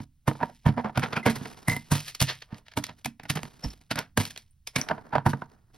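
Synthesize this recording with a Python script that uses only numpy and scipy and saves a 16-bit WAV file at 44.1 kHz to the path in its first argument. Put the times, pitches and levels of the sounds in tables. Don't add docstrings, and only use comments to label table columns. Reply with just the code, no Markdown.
import sys
import numpy as np
from scipy import signal
from scipy.fft import rfft, irfft
from scipy.io import wavfile
from scipy.ndimage import uniform_filter1d

SR = 44100
rng = np.random.default_rng(int(sys.argv[2]) if len(sys.argv) > 2 else 0)


def persist_wave(psi):
    counts = np.round(np.clip(psi, -1, 1) * 32767).astype(np.int16)
    wavfile.write(sys.argv[1], SR, np.atleast_2d(counts).T)


N = 254851
LEAD = int(.06 * SR)
AGE_S = (np.arange(6 * LEAD) - LEAD) / SR

# time in s, clatter decay in s, levels in dB of thump, knock, clack, tick, rubbing and
# crackle, settling decay in s.
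LANDINGS = [ (0.28, 0.0089, -16.5, -19, -30, -34, -68, -54, 0.17),
            (0.665, 0.01, -11.5, -21.5, -32.5, -43.5, -44, -58, 0.15),
            (0.975, 0.0025, -19, -16, -23.5, -31.5, -44, -56, 0.26),
            (1.263, 0.0085, -20, -14.5, -23.5, -30.5, -44, -47.5, 0.24),
            (1.683, 0.0073, -19, -22.5, -30, -25, -69, -44.5, 0.092),
            (1.919, 0.0094, -15, -23.5, -28.5, -25, -63.5, -31, 0.063),
            (2.217, 0.011, -17, -27, -24, -23, -70, -35, 0.056),
            (2.774, 0.0073, -27, -23, -28.5, -31.5, -46, -48.5, 0.054),
            (3.058, 0.0033, -34.5, -25.5, -26, -29, -52, -117.5, 0.026),
            (3.3, 0.009, -24.5, -31.5, -23.5, -28, -44.5, -46, 0.12),
            (3.641, 0.015, -33, -39, -40, -47, -47.5, -45, 0.05),
            (3.912, 0.0067, -32.5, -26.5, -24, -34, -66, -57.5, 0.047),
            (4.175, 0.0048, -26.5, -17, -20.5, -22, -38, -29.5, 0.052),
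            (4.761, 0.0037, -27, -24, -17, -26.5, -43, -60, 0.21),
            (5.264, 0.0083, -14, -15, -32, -36, -50.5, -62.5, 0.15), ]
# frequency in Hz, lift in dB.
WOOD_RESONANCES = [(450, 5), (625, 4.5), (745, 6), (935, 6.5), (1260, -1), (1420, 2), (1590, -2.5)]
WOOD_Q = 4
# low edge in Hz, high edge in Hz.
BAND_EDGES_HZ = [(345, 1795), (1750, 5770), (6200, 13300)]
BANDS = [signal.butter(order, edges_hz, "band", fs=SR, output="sos")
         for order, edges_hz in zip((5, 3, 3), BAND_EDGES_HZ)]


def contacts():
    # time in s, clatter decay in s, level in dB, kind of touch.
    bounces = [ (0.003, 0.003, -31.5, "thud"), (0.313, 0.0049, -29.5, "knock"),
               (0.354, 0.0032, -38, "knock"), (0.412, 0.021, -32, "knock"), (0.43, 0.005, -17, "knock"),
               (0.496, 0.014, -45.5, "knock"), (0.656, 0.0013, -30, "thud"), (0.688, 0.0083, -21, "thud"),
               (0.779, 0.01, -24.5, "knock"), (0.796, 0.01, -29, "knock"), (0.846, 0.005, -26, "knock"),
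               (0.86, 0.016, -30.5, "knock"), (0.896, 0.0043, -33.5, "knock"), (0.96, 0.011, -37, "clack"),
               (0.996, 0.004, -32, "rattle"), (1.033, 0.017, -27, "clack"), (1.131, 0.0075, -28.5, "clack"),
               (1.168, 0.013, -25.5, "clack"), (1.272, 0.022, -26, "clack"), (1.301, 0.011, -30, "rattle"),
               (1.359, 0.0088, -34, "rattle"), (1.412, 0.0048, -33, "thud"), (1.457, 0.0076, -37, "clack"),
               (1.697, 0.0025, -23.5, "click"), (1.712, 0.028, -32.5, "rattle"),
               (1.766, 0.0044, -30, "rattle"), (1.953, 0.027, -34, "rattle"), (2.082, 0.017, -36, "click"),
               (2.15, 0.0028, -30.5, "click"), (2.204, 0.0048, -21.5, "click"),
               (2.225, 0.0013, -14.5, "click"), (2.292, 0.021, -26, "crease"),
               (2.422, 0.006, -37.5, "crease"), (2.525, 0.037, -42, "thud"),
               (2.545, 0.0013, -39.5, "crease"), (2.665, 0.0097, -54.5, "crease"),
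               (2.683, 0.0022, -40.5, "crease"), (2.718, 0.0049, -46.5, "crease"),
               (2.737, 0.0017, -43, "crease"), (2.787, 0.0011, -35, "click"), (2.84, 0.0027, -25, "click"),
               (2.867, 0.0006, -30, "click"), (2.891, 0.013, -42, "clack"), (3.047, 0.0018, -28, "click"),
               (3.198, 0.0011, -35, "clack"), (3.235, 0.0029, -44, "rattle"),
               (3.255, 0.006, -42.5, "clack"), (3.358, 0.0061, -32, "rattle"),
               (3.372, 0.0044, -29, "clack"), (3.392, 0.0017, -36.5, "clack"),
               (3.432, 0.00052, -24, "rattle"), (3.453, 0.0023, -39.5, "clack"),
               (3.647, 0.0063, -29.5, "thud"), (3.958, 0.0023, -28.5, "rattle"),
               (3.982, 0.022, -31, "clack"), (3.989, 0.0012, -19.5, "click"), (4.202, 0.013, -29, "rattle"),
               (4.253, 0.0014, -26, "click"), (4.307, 0.0036, -38, "click"),
               (4.362, 0.00096, -31.5, "crease"), (4.377, 0.0028, -33.5, "click"),
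               (4.674, 0.0048, -30.5, "click"), (4.784, 0.028, -35, "rattle"),
               (4.814, 0.00034, -16, "click"), (4.888, 0.0019, -23.5, "crease"),
               (4.901, 0.016, -30, "knock"), (4.912, 0.003, -15.5, "knock"), (4.98, 0.0078, -38, "knock"),
               (5.132, 0.0099, -25, "knock"), (5.155, 0.0061, -14.5, "knock"),
               (5.182, 0.0011, -15, "knock"), (5.296, 0.017, -38, "rattle"), (5.334, 0.0022, -23, "knock"),
               (5.334, 0.0036, -25.5, "thud"), (5.42, 0.0025, -27, "knock"), ]
    touches = { "thud": (-0.5, -7.5, -16, -31.5), "knock": (-12.5, 1, -14.5, -36),
               "clack": (-7.5, 0, -2, -21), "rattle": (-2.5, -2, -3, -5.5),
               "crease": (-30, -10.5, -1.5, -18.5), "click": (-31, -13.5, -0.5, -5), }

    def push_db(decay_s, plain_tap_s=.0064):
        return 10 * np.log10(decay_s / plain_tap_s)

    for time_s, decay_s, thump_db, knock_db, clack_db, tick_db, *_ in LANDINGS:
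        upper_db = knock_db + push_db(decay_s) - 5.5
        yield time_s, decay_s, thump_db, upper_db, knock_db, clack_db, tick_db
    for time_s, decay_s, level_db, touch in bounces:
        thump_db, *clatter_db = level_db + np.array(touches[touch])
        deep_db = thump_db + push_db(decay_s)
        upper_db = deep_db - 2.5
        yield time_s, decay_s, deep_db, upper_db, *clatter_db


def clatter(ripple_db=2, grain_db=4, blur_db=(-16, -15, -17), room_db=-39.5, room_t60_s=.3):
    # (frequency in Hz, lift in dB).
    objects = [ (0, [(920, 5.5)]), (.38, [(930, 9.5), (1650, 5)]), (.6, [(920, 2)]), (.95, [(1400, 5.5)]),
               (1.15, [(1410, 12.5), (2490, 15)]), (1.22, [(440, 9), (2035, 2.5)]), (1.6, [(2050, 13)]),
               (1.85, [(4400, 3.5)]), (2.65, [(630, 7)]), (3.0, [(2400, 7)]), (3.25, [(2040, 3.5)]),
               (3.6, [(490, 10), (5350, 21)]), (3.85, [(1420, 8.5)]), (4.1, []), (4.6, [(5150, 8)]),
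               (4.74, [(2280, 10)]), (4.8, [(5780, 26.5)]), (4.87, [(480, -7), (1000, 3), (1500, 5.5)]), ]
    out = np.zeros((2, N))
    hz = np.linspace(0, SR / 2, len(AGE_S) // 2 + 1)
    octaves = np.log2(np.clip(hz / 1000, 1, 6))
    ripples = [from_db(ripple_db * wobble(len(hz), span=18)) for _ in objects]
    tail = from_db(room_db) * swell(.0013, room_t60_s / np.log(1000))
    for time_s, decay_s, _, _, knock_db, clack_db, tick_db in contacts():
        current = max(sum(start_s <= time_s for start_s, _ in objects) - 1, 0)
        db_per_octave = .27 * (tick_db - knock_db) - 2.5
        colour = ripples[current] * from_db(db_per_octave * octaves)
        noise = irfft(rfft(stereo_noise(len(AGE_S), spread=.25)) * colour)
        pulse = swell(.43 * decay_s, decay_s)
        grains = match_energy(pulse * from_db(grain_db * wobble(len(AGE_S), span=20)), pulse)
        weight = np.sqrt(decay_s / .003)
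        blur = weight * swell(.0015, .017)
        levels_db = (knock_db, clack_db, tick_db)
        for band, db, soft_db, resonances in zip(BANDS, levels_db, blur_db, (WOOD_RESONANCES, [], [])):
            direct = np.hypot(grains, from_db(soft_db) * blur)
            wood = resonate(np.hypot(direct, weight * tail) * noise, resonances, WOOD_Q)
            body = resonate(wood, objects[current][1], base_q=2.3)
            add(out, from_db(db) * match_energy(signal.sosfilt(band, body), direct), time_s)
    return out


def thumps(lag_s=.004):
    # frequency in Hz, relative level in dB.
    deep_modes = [(52, -13), (103, -1.5), (135, 4.5), (160, 1)]
    upper_modes = [(203, 6.5), (235, 8), (278, 4.5), (315, -4)]
    # time in s, frequency in Hz, level in dB. The lowest is the table swaying on its legs.
    booms = [ (0.425, 237.7, -32.5), (0.777, 241.5, -26), (0.85, 214, -29.5), (1.173, 229, -29),
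             (1.277, 229, -17.5), (2.778, 293, -35), (3.063, 230.7, -33.5), (3.367, 153, -29.5),
             (3.661, 54.9, -28.5), (4.181, 216, -32.5), (4.184, 100.8, -22.5), ]
    out = np.zeros(N)
    for time_s, _, deep_db, upper_db, *_ in contacts():
        deep = from_db(deep_db) * bending(deep_modes, rise_s=.0034, decay_s=.014)
        upper = from_db(upper_db) * bending(upper_modes, rise_s=.0035, decay_s=.015)
        add(out, deep + upper, time_s + lag_s)
    for time_s, hz, db in booms:
        add(out, from_db(db) * bending([(hz, 0)], rise_s=.005, decay_s=.02, detune=0), time_s)
    return out


def bending(modes, rise_s, decay_s, detune=.045, spot_db=2, linger_db=-19, linger_s=.06):
    envelope = swell(rise_s, decay_s) + from_db(linger_db) * swell(rise_s, linger_s)
    wave = np.zeros(len(AGE_S))
    for hz, db in modes:
        shift, phase, spot = rng.standard_normal(3)
        loaded_hz = hz * (1 + detune * shift)
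        wave += from_db(db + spot_db * spot) * np.sin(2 * np.pi * loaded_hz * AGE_S + phase)
    return match_energy(wave * envelope, envelope)


def steel_rings(rise_s=.00074):
    steel_modes = { "pliers": [(2060, 7, 0.15), (10060, -14, .05)], "flask": [(8730, 9.5, 0.05),
                   (10270, -0.5, 0.12), (12570, 1.5, 0.063)], "flask clip": [(5800, 3.5, 0.01)],
                   "trinket": [(5370, 2.5, 0.066), (5560, 1, .06)], }
    # time in s, level in dB, part.
    strikes = [(1.23, -41.5, "pliers"), (1.676, -37.5, "pliers"), (1.699, -29.5, "pliers"),
               (1.729, -36, "pliers"), (1.764, -45, "pliers"), (3.64, -34, "trinket"),
               (3.702, -46.5, "trinket"), (4.509, -70, "flask"), (4.673, -50.5, "flask"),
               (4.759, -39.5, "flask"), (4.815, -59, "flask"), (4.815, -26, "flask clip")]
    out = np.zeros(N)
    for time_s, db, part in strikes:
        for hz, mode_db, t60_s in steel_modes[part]:
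            wave = np.sin(2 * np.pi * (hz * AGE_S + rng.random()))
            add(out, from_db(db + mode_db) * wave * swell(rise_s, t60_s / np.log(1000)), time_s)
    return out


def settling(clump_db=3.5, snap_db=4.5, tick_db=-4):
    rubbing, crackle = friction_envelopes()
    flicker_db = clump_db * wobble(N, span=300)
    rub = resonate(stereo_noise(N, spread=.61) * from_db(flicker_db), WOOD_RESONANCES, WOOD_Q)
    snaps = stereo_noise(N, spread=.025) * from_db(flicker_db + snap_db * wobble(N, span=30))
    rumble_band = signal.butter(2, (120, 270), "band", fs=SR, output="sos")
    forces = (rub, rub, snaps, snaps)
    gains = (rubbing, rubbing, crackle, crackle * from_db(tick_db))
    layers = [signal.sosfilt(band, force) for band, force in zip([rumble_band] + BANDS, forces)]
    return sum(gain * layer / layer.std() for layer, gain in zip(layers, gains))


def friction_envelopes(rise_s=.025):
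    # time in s, level in dB.
    handling = [(0.016, -54.5), (2.575, -56.5), (2.99, -58.5), (3.601, -57), (3.814, -61), (5.752, -57.5)]
    clock_s = np.arange(N) / SR
    power = np.zeros((2, N))
    for time_s, db in handling:
        add(power, np.square(from_db(db) * swell(.01, .016)), time_s)
    for time_s, *_, rub_db, crackle_db, decay_s in LANDINGS:
        age_s = np.maximum(clock_s - time_s, 0)
        motion = (1 - np.exp(-age_s / rise_s)) * np.exp(-age_s / decay_s)
        power += np.square(np.outer(from_db([rub_db, crackle_db]), motion))
    return np.sqrt(power)


def room_tone(level_db=-62.5):
    # frequency in Hz, relative spectral density in dB.
    air_spectrum = [(30, 6), (130, 4), (400, -34)]
    air = irfft(rfft(stereo_noise(N, spread=.096)) * from_db(over_bins(air_spectrum)), N)
    return from_db(level_db) * air / air.std()


def from_db(db):
    return 10 ** (np.asarray(db) / 20)


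def over_bins(points):
    hz, value = np.transpose(points)
    bins_hz = np.maximum(np.arange(N // 2 + 1) * SR / N, 1)
    return np.interp(np.log(bins_hz), np.log(hz), value)


def add(track, sound, time_s):
    start = round(time_s * SR) - LEAD
    first, end = max(start, 0), min(start + len(AGE_S), N)
    track[..., first:end] += sound[..., first - start:end - start]


def swell(rise_s, decay_s):
    return np.exp(-np.minimum(np.where(AGE_S < 0, -AGE_S / rise_s, AGE_S / decay_s), 30))


def match_energy(sound, envelope):
    return sound * np.sqrt(np.mean(envelope ** 2) / np.mean(sound ** 2))


def resonate(sound, resonances, base_q):
    for hz, lift_db in resonances:
        b, a = signal.iirpeak(hz, base_q + abs(lift_db), fs=SR)
        sound = sound + (from_db(lift_db) - 1) * signal.lfilter(b, a, sound)
    return sound


def stereo_noise(length, spread):
    mid, side = rng.standard_normal((2, length))
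    return mid + spread * side * [[1], [-1]]


def wobble(length, span):
    slow = uniform_filter1d(uniform_filter1d(rng.standard_normal(length), span), span)
    return slow / slow.std()


def scene():
    return clatter() + settling() + thumps() + steel_rings() + room_tone()


def record(dry):
    # frequency in Hz, left minus right in dB.
    balance_db = [(90, -2.7), (600, -6.5), (1100, -1.8), (9000, 0)]
    # frequency in Hz, lag of the right port in radians.
    lag_rad = [(400, 0), (860, .4), (5200, .5), (7350, np.pi), (13700, 3 * np.pi), (16000, 4 * np.pi)]
    ceiling, cutoff_hz = .65, 16000
    left = from_db(over_bins(balance_db))
    right = np.exp(-1j * over_bins(lag_rad))
    ports = np.array([left, right]) * np.sqrt(2 / (1 + left ** 2))
    heard = irfft(rfft(dry) * ports, N)
    rounded = ceiling * np.tanh(heard / ceiling)
    return signal.sosfilt(signal.ellip(10, .3, 80, cutoff_hz, fs=SR, output="sos"), rounded)


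dry = scene()
out = record(dry)
persist_wave(out)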